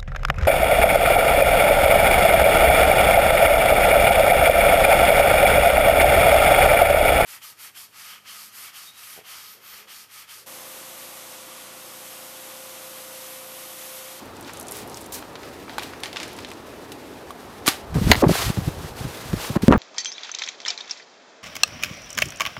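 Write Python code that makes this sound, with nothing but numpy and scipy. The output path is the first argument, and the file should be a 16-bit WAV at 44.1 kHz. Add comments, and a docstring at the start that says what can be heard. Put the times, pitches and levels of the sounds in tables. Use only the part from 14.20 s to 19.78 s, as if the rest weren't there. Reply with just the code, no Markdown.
"""Cloth rustles and snaps, wood and nocks tick, and a string is loosed as an archer handles a bow in a garden.
After a cut at 3.74 s, close to the butt, an arrow smacks in and overloads the input while gusts hiss and thump.
Handling is shaped noise and noise bursts; wood and butt are noise rung through damped modes, or decaying sines.
Wind is fluttering hiss, short uneven low swings, pressure steps and lumpy rumble over banded garden noise."""
import sys
import numpy as np
from scipy import signal
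from scipy.io import wavfile

SR = 44100
rng = np.random.default_rng(int(sys.argv[2]) if len(sys.argv) > 2 else 0)


def to_wav(sig):
    """Store sig (one row per channel, or 1-D mono) as 16-bit WAV at the path in sys.argv[1].

    Samples outside -1..1 are clipped; the rate is SR.
    """
    pcm = np.clip(np.atleast_2d(sig), -1, 1) * 32767
    pcm = np.round(pcm).astype(np.int16)
    wavfile.write(sys.argv[1], SR, pcm.T)  # frames by channels


def rack_gain(trim_db):
    """Turn a fader trim in dB into the linear factor to multiply a signal by."""
    fader = np.asarray(trim_db, float)
    return 10 ** (fader / 20)


N = 246078  # samples

# Knocks of bow, string and shafts, before the part gains.
# Each row: start in seconds, level in dB, woody part in dB re level, bright part in dB re level.
KNOCKS = [(0.2807, -35.5, 2, -14), (0.2954, -35, 4.5, -16), (1.0248, -35, 2.5, -17),
          (1.1548, -28.5, -6, -41), (1.232, -31.5, -12, -27), (1.4805, -46, 12, -18),
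          (1.4953, -34, 6.5, -22), (1.582, -21.5, 3.5, -6.5), (1.595, -24, -8, -24), (1.6219, -29, -3, -18),
          (1.6329, -27, -10, -5.5), (1.735, -35.5, 3, -17), (1.835, -20, -7, -11), (1.858, -23, -6.5, -21),
          (1.9295, -26, -10, -11), (1.9604, -24, -3.5, -27), (1.9688, -18.5, -9, -33),
          (2.001, -23, -5, -27), (2.0298, -21.5, -20, -33), (2.188, -27.5, -5, -15),
          (2.2477, -26, -12.5, -32), (2.3152, -30.5, -4, -8), (2.7194, -30, -25, -1.5),
          (3.107, -35, -11, -3.5), (3.469, -19.5, -9, 5), (3.478, -6.5, -2.5, -4.5),
          (3.486, -11.5, -28, -1.5)]
KNOCK_T60_S = 0.028
# Modes of the wooden stave. Each row: frequency in Hz, gain in dB, t60 in seconds.
STAVE_MODES = [(900, 0, .012), (1150, -1, .014), (1500, 0, .01), (1850, -3, .008), (2300, -3, .008)]
# Small hollow knocks with one clear pitch. Each row: start in seconds, peak in dB, frequency in Hz.
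HOLLOW_KNOCKS = [(1.0248, -31, 1050), (1.4802, -33, 1290), (1.5821, -19, 890), (1.734, -34, 800),
                 (3.1057, -24, 1130)]
HOLLOW_T60_S = 0.027
# The limbs jolt back as the string stops.
# Each row: start in seconds, level in dB, frequency in Hz, t60 in seconds.
LIMB_JOLT = [(3.4802, -10.5, 306, 0.028)]
# Arrow into the butt and its echoes. Each row: start in seconds, push level in dB.
ARROW_HITS = [(3.9152, 1), (3.93, -22), (3.934, -20), (3.945, -25.5), (3.954, -25)]
# Modes of the butt. Each row: frequency in Hz, gain in dB, t60 in seconds.
BUTT_MODES = [(1000, -1, .008), (1400, -7, .006), (2000, -3, .008), (2240, -6, .012), (2950, -7, .006),
              (4200, -2, .005), (6600, -10, .004)]
# Dry bright snaps of cloth and fletching. Each row: start in seconds, noise level in dB, centre in Hz.
CLOTH_SNAPS = [(0.0564, -36, 12000), (0.1674, -33, 7000), (0.3345, -23.5, 9000), (0.372, -25.5, 8000),
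               (0.3984, -20, 9250), (0.4114, -24, 9000), (0.4286, -28, 9000), (0.4834, -19, 6900),
               (0.5114, -22, 9500), (0.5205, -16.5, 8900), (0.5682, -23, 13000), (0.6978, -27.5, 8000),
               (0.7442, -23.5, 6000), (0.772, -22, 7000), (0.8138, -27.5, 9900), (2.031, -18.5, 5940),
               (2.09, -37, 6500), (2.118, -39, 10100), (2.1655, -28, 7850)]
SNAP_SPREAD, SNAP_T60_S, SNAP_TAIL_DB = 1.39, 0.0051, -12  # centre-to-edge ratio, fade, scrapy tail
# Hands at work, with faint crackles at random. Each row: start in seconds, end in seconds.
BUSY_HANDS = [(.2, .9), (1.8, 2.35)]
CRACKLES_PER_S, CRACKLE_FLOOR_DB = 40, -36
# Strokes of sleeve, shaft and string, before the flutter.
# Each row: peak in seconds, level in dB, brighter part in dB re level, rise in seconds, t60 in seconds.
HAND_STROKES = [(0.28, -48.5, -10, 0.12, 1.1), (0.58, -45.5, 4.5, 0.44, 0.68),
                (0.77, -50.5, 4.5, 0.39, 0.47), (0.923, -47, 17, .008, 0.46), (0.945, -40.5, 9, .05, 0.26),
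                (1.34, -48, -4, 0.23, 0.24), (1.5, -47, -13, .07, .5), (1.63, -39.5, -3, 0.091, .35),
                (1.84, -35, -10, .03, 0.27), (1.96, -40.5, -25, 0.035, 1.5), (2.11, -54, -9, .1, 1.4),
                (3.463, -25.5, -6.5, .006, 0.32), (3.484, -27, 0, 0.042, 0.11)]
STROKE_RISE_DB, SHEEN_SLOPE_RATIO = 29.5, 1.9  # climb over the rise; brighter part's dB slope re the duller
# Wind hiss in the leaves near the butt, before drops and flutter; close rows are sudden steps.
# Each row: time in seconds, level in dB.
GUST_HISS = [(3.74, -56), (3.744, -35), (3.79, -41), (3.85, -39.5), (3.91, -27.5), (3.99, -33),
             (4.085, -32.5), (4.138, -30), (4.145, -28), (4.2, -28.5), (4.31, -35), (4.315, -39),
             (4.5, -44.5), (4.75, -47.5), (4.79, -42), (4.92, -43.5), (5.178, -41), (5.183, -37.5),
             (5.23, -34.5), (5.298, -36), (5.303, -40), (5.58, -40.5)]
GUST_SHEEN_DB, GUST_TEAR_DB = -3, -1  # re the hiss
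# The hiss drops away for a moment after the hardest blows.
# Each row: start in seconds, end in seconds, level change in dB.
HISS_DROPS = [(3.922, 3.963, -11), (4.023, 4.083, -13), (5.371, 5.42, -18), (5.483, 5.59, -12)]
LEAVES_DB, LEAVES_SHEEN_DB = -54, -58.5  # faint steady leaves, duller and brighter part, before the flutter
# Wind thumps on the diaphragm, before trim and random wander of level and pitch.
# Each row: centre in seconds, level in dB, swing in Hz, width in milliseconds, tearing in dB.
WIND_THUMPS = [(3.64, -33, 116, 11.5, -65), (3.77, -11.5, 154.7, 27, -34.5), (3.818, -13.5, 186, 6.9, -49),
               (3.836, -21, 159, 14.5, -45), (3.874, -10, 131, 10.3, -36), (3.903, -7, 187.7, 13.5, -32),
               (3.958, -19.5, 234, 9.4, -33), (4.038, -4.5, 373.4, 21.4, -22),
               (4.071, -9.5, 187, 12, -32.5), (4.097, -8, 376, 9, -40), (4.11, -7.5, 148, 13, -40),
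               (4.27, -19, 94, 16, -51), (4.303, -16.5, 178, 7.3, -44), (4.385, -11.5, 137, 15.2, -50),
               (4.427, -24.5, 132, 12.4, -51), (4.482, -13.5, 146.3, 13.3, -37),
               (4.608, -28, 129, 10.4, -40), (4.645, -31.5, 137.5, 16, -39), (4.814, -21, 131, 10.3, -41),
               (4.851, -22, 131, 11.8, -38.5), (5.138, -13, 160, 7.6, -44), (5.309, -19.5, 154, 14, -50),
               (5.365, -6.5, 223, 10.6, -23.5), (5.437, -11.5, 166.4, 11, -52), (5.487, -3, 252, 15.5, -38),
               (5.513, -6.5, 260, 12.1, -23), (5.533, -9, 299, 9.7, -13.5), (5.555, -9.5, 183, 11.9, -19)]
FAINT_THUMPS, FAINT_FROM_S, FAINT_FLOOR_DB, FAINT_WIDTH_MS = 10, 3.7, -39, 11  # scattered at random
# Sudden pressure jumps at the front of a gust, before softening.
# Each row: start in seconds, level in dB, decay time constant in milliseconds.
PRESSURE_JUMPS = [(3.905, -6.5, 0.87), (4.372, -17, 2.0), (5.132, -15, 0.98), (5.361, -11, 3.2),
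                  (5.482, 6.5, 1.4), (5.5167, -10.5, 1.3), (5.539, -12, 0.67)]
# Low wind rumble, before a trim. Each row: time in seconds, level in dB.
WIND_RUMBLE = [(3.6, -54), (3.774, -20), (3.802, -26), (3.902, -16.5), (3.94, -29), (4.126, -24.5),
               (4.17, -42), (4.286, -24.5), (4.33, -54), (4.386, -24), (4.424, -35.5), (4.782, -41.5),
               (4.852, -29), (4.99, -54), (5.156, -25), (5.21, -48), (5.496, -32), (5.575, -15.5)]
# Tone of the far garden. Each row: frequency in Hz, relative density in dB per Hz.
GARDEN_TONE = [(18, -45), (30, -22), (91, 0), (151, -7.5), (315, 2), (401, 0), (448, -0.5), (639, -4.5),
               (798, -4.5), (2070, -17), (6000, -38), (7800, -55), (13200, -120)]
GARDEN_DB = -39.5  # rms, before the small shelter trim


def rms_one(x):
    """Scale to rms 1."""
    return x / np.sqrt(np.mean(x ** 2) + 1e-20)


def in_time(rows):
    """Columns of a curve, interpolated sample by sample."""
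    s, *columns = np.transpose(rows)
    return [np.interp(np.arange(N) / SR, s, column) for column in columns]


def band(x, low_hz, high_hz, order=2):
    """Butterworth band-pass."""
    edges = [low_hz, min(high_hz, .45 * SR)]
    return signal.sosfilt(signal.butter(order, edges, "band", fs=SR, output="sos"), x)


def drift(rate):
    """Slow random wander of spread about 1: noise through two equal poles, drawn every 40 samples."""
    pole = np.exp(-80 * np.pi * rate / SR)
    noise = rng.standard_normal(N // 40 + 2002)
    slow = signal.lfilter([1], [1, -2 * pole, pole * pole], noise)[2000:]
    return np.interp(np.arange(N) / 40, np.arange(len(slow)), rms_one(slow - slow.mean()))


def ring(x, modes):
    """Parallel damped modes of one body."""
    out = np.zeros(N)
    for hz, db, t60 in modes:
        radius = rack_gain(-60 / (t60 * SR))
        angle = 2 * np.pi * hz / SR
        poles = [1, -2 * radius * np.cos(angle), radius * radius]
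        out += rack_gain(db) * signal.lfilter([0, np.sin(angle)], poles, x + 1e-18)
    return out


def add(out, s, piece):
    """Mix a piece in at a time in seconds."""
    i = max(round(s * SR), 0)
    out[i:i + len(piece)] += piece[:N - i]


def ticks():
    """Each tick is a dying puff of noise with a scrapy tail: one part rings the stave, the rest is crack."""
    woody, middle, bright = np.zeros((3, N))
    t = np.arange(6000) / SR
    noises = rng.standard_normal((len(KNOCKS), 3, len(t)))
    for (s, db, woody_db, bright_db), noise in zip(KNOCKS, noises):
        fall_db = -60 * t / KNOCK_T60_S
        fall = rack_gain(fall_db) + rack_gain(-14.5 + fall_db / 10)
        noise = np.where(t < .0002, 1.5 * np.sign(noise), .6 * noise)  # hard first contact
        puff = fall * np.clip(noise, -1.5, 1.5)
        add(middle, s, rack_gain(db) * puff[0])
        add(woody, s, rack_gain(db + woody_db) * puff[1])
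        add(bright, s, rack_gain(db + bright_db) * puff[2])
    stave = rack_gain(-19.5) * band(ring(woody, STAVE_MODES), 730, 5400)
    crack = rack_gain(6) * band(middle, 1800, 4520)
    return stave + crack + rack_gain(2.5) * band(bright, 3800, 13500)


def tocks():
    """Each hollow knock is a single wooden mode dying away as a sine."""
    out, t = np.zeros(N), np.arange(3000) / SR
    for s, db, hz in HOLLOW_KNOCKS:
        add(out, s, rack_gain(db - 60 * t / HOLLOW_T60_S) * np.sin(2 * np.pi * hz * t))
    return out


def jolt():
    """One low knock of the limbs: a short push into a mode and a faster-dying one above it."""
    (s, db, hz, t60), = LIMB_JOLT
    push = np.zeros(N)
    add(push, s, np.hanning(24) / 12)
    modes = [(hz, db, t60), (hz * 1.2, db - 0.5, t60 / 5)]
    return band(ring(push, modes), 99, 3400)


def smack():
    """The shaft digs in for about 3 ms: a rough push into the modes of the butt, with a crack on top."""
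    push, t = np.zeros(N), np.arange(1600) / SR
    noises = rng.standard_normal((len(ARROW_HITS), len(t)))
    for (s, db), noise in zip(ARROW_HITS, noises):
        dig = rack_gain(db - 60 * t / 0.019)
        tail = rack_gain(db - 22 - 60 * t / 0.062)
        add(push, s, (dig + tail) * noise)
    body = rack_gain(-11.5) * ring(push, BUTT_MODES)
    crack = rack_gain(-0.5) * band(push, 3400, 22000)
    return body + crack + rack_gain(8) * band(push, 640, 4000)


def snaps():
    """Each snap or random crackle is a short burst of noise in a band of its own."""
    rows = list(CLOTH_SNAPS)
    for start, end in BUSY_HANDS:
        for when, size, pitch in rng.random((round(CRACKLES_PER_S * (end - start)), 3)):
            rows.append((start + (end - start) * when, CRACKLE_FLOOR_DB + 8 * size, 3000 * 4 ** pitch))
    out, t = np.zeros(N), np.arange(3000) / SR
    fall = rack_gain(-60 * t / SNAP_T60_S) + rack_gain(SNAP_TAIL_DB - 6 * t / SNAP_T60_S)
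    for (s, db, hz), noise in zip(rows, rng.standard_normal((len(rows), len(t)))):
        burst = fall * np.clip(noise, -1.5, 1.5)
        add(out, s, rack_gain(db) * band(burst, hz / SNAP_SPREAD, hz * SNAP_SPREAD))
    return out


def hiss_db():
    """Level of the wind hiss, with its short drops."""
    level_db, = in_time(GUST_HISS)
    for s, until, db in HISS_DROPS:
        level_db[round(s * SR):round(until * SR)] += db
    return level_db


def rustle():
    """Strokes, leaves and gusts as grainy hiss, a duller and a brighter part sharing one flutter."""
    t, wind_db = np.arange(N) / SR, hiss_db()
    by_archer = t < GUST_HISS[1][0]  # the steady leaves stop at the cut
    body_power = rack_gain(2 * LEAVES_DB) * by_archer + rack_gain(2 * wind_db)
    sheen_power = rack_gain(2 * LEAVES_SHEEN_DB) * by_archer + rack_gain(2 * (wind_db + GUST_SHEEN_DB))
    for s, db, bright_db, rise, t60 in HAND_STROKES:
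        rise_db = STROKE_RISE_DB * (t - s) / rise
        fall_db = 60 * (s - t) / t60
        shape_db = np.maximum(np.where(t < s, rise_db, fall_db), -99)
        body_power += rack_gain(2 * (db + shape_db))
        sheen_power += rack_gain(2 * (db + bright_db + SHEEN_SLOPE_RATIO * shape_db))
    # sample-by-sample random peaks give the hiss its fine crackle
    grain = rack_gain(1.95 * np.minimum(rng.exponential(1, N), 4)) * rng.standard_normal((2, N))
    flutter_db = 1.64 * drift(18)
    body = rms_one(band(grain[0], 890, 4810))
    sheen = rms_one(band(grain[1], 3800, 14700))
    return rack_gain(flutter_db) * (np.sqrt(body_power) * body + np.sqrt(sheen_power) * sheen)


def thumps():
    """An eddy swings the diaphragm a few uneven times; a jump early in a swing silences what precedes it."""
    out = np.zeros(N)
    wander, lumps = drift(54.8), drift(158)
    rows = [row[:4] for row in WIND_THUMPS]
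    for when, size, pitch in rng.random((FAINT_THUMPS, 3)):
        s = FAINT_FROM_S + when * (N / SR - FAINT_FROM_S)
        rows.append((s, FAINT_FLOOR_DB + 4 * size, 130 * 4 ** pitch, FAINT_WIDTH_MS))
    for (s, db, hz, width_ms), start in zip(rows, rng.uniform(0, 2 * np.pi, len(rows))):
        size = round(2.3 * width_ms * SR / 1000)
        i = min(round(s * SR) - size // 2, N - size)
        bend = wander[i:i + size] - wander[i:i + size].mean()
        phase = start + 2 * np.pi * np.cumsum(hz * np.exp(0.405 * bend)) / SR
        swing = (np.sin(phase) + 0.28 * np.sin(2 * phase)) * np.hanning(size)
        for jump in PRESSURE_JUMPS[1:]:  # the first jump leaves the swings whole
            front = round(jump[0] * SR) - i
            if 0 < front < size // 2:
                swing *= np.clip((np.arange(size) - front) / 60, 0, 1)
        out[i:i + size] += rack_gain(db - 2 + 3.6 * lumps[i:i + size]) * swing
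    return out


def jumps():
    """A sharp pressure step down that relaxes within a few milliseconds, softened by a one-pole low-pass."""
    out, t = np.zeros(N), np.arange(1200) / SR
    for s, db, decay_ms in PRESSURE_JUMPS:
        add(out, s, -rack_gain(db) * np.exp(-1000 * t / decay_ms) * np.cos(2 * np.pi * 200 * t))
    return signal.lfilter([.5], [1, -.5], out)


def rumble():
    """Lumpy low noise, and a dark tearing above it that follows the hiss and breaks up on strong thumps."""
    low_db, = in_time([(3.55, -66)] + list(WIND_RUMBLE))
    tear_power = rack_gain(2 * (hiss_db() + GUST_TEAR_DB))
    for s, _, _, width_ms, db in WIND_THUMPS:
        size = round(2.3 * width_ms * SR / 1000)
        add(tear_power, s - size / SR / 2, rack_gain(2 * db) * np.hanning(size))
    lumps_db = 3.6 * drift(31)
    low = rms_one(rack_gain(lumps_db) * band(rng.standard_normal(N), 42.7, 142, order=3))
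    tear = rms_one(band(band(rng.standard_normal(N), 250, 1420), 260, 2030))
    # stronger tearing swings further in level, heard as knocks
    ragged_db = np.interp(10 * np.log10(tear_power), [-40, -24], [1.5, 7])
    knocking = rack_gain(ragged_db * (drift(114) - 0.78))
    return rack_gain(low_db - 1) * low + np.sqrt(tear_power) * knocking * tear


def garden():
    """Far wind in trees and distant traffic: half-octave noise bands, each wavering a little."""
    out, white = 0, rng.standard_normal((2, N))
    edges = 30 * 2 ** np.arange(0, 8, .5)
    hz, db = np.transpose(GARDEN_TONE)
    for k, (low, high) in enumerate(zip(edges, edges[1:])):
        level_db = np.interp(np.log(low * high) / 2, np.log(hz), db)
        out = out + rack_gain(level_db + 1.4 * drift(6.9)) * band(white[k % 2], low, high)
    return rack_gain(GARDEN_DB) * rms_one(out)


def scene():
    """All sources, heard by the archer, then, after a cut at 3.74 s, close to the butt."""
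    shelter_db, = in_time([(3.7, -1), (3.744, -0.5)])
    handling = ticks() + tocks() + snaps()
    shot = jolt() + smack()
    wind = band(thumps() + jumps(), 39, 19000) + rumble()
    mix = handling + shot + rustle() + wind + rack_gain(shelter_db) * garden()
    return mix[None]


def band_limit(x):
    """A steep low-pass at the top of the band."""
    return signal.sosfilt(signal.butter(12, 16240, fs=SR, output="sos"), x)


def record(dry):
    """The microphone rolls off at the very top and the input clips just under full scale."""
    dull = signal.sosfilt(signal.butter(10, 15200, fs=SR, output="sos"), dry)
    clipped = np.clip(dull, -.98, .98)
    return band_limit(clipped)


dry = scene()
out = record(dry)
to_wav(out)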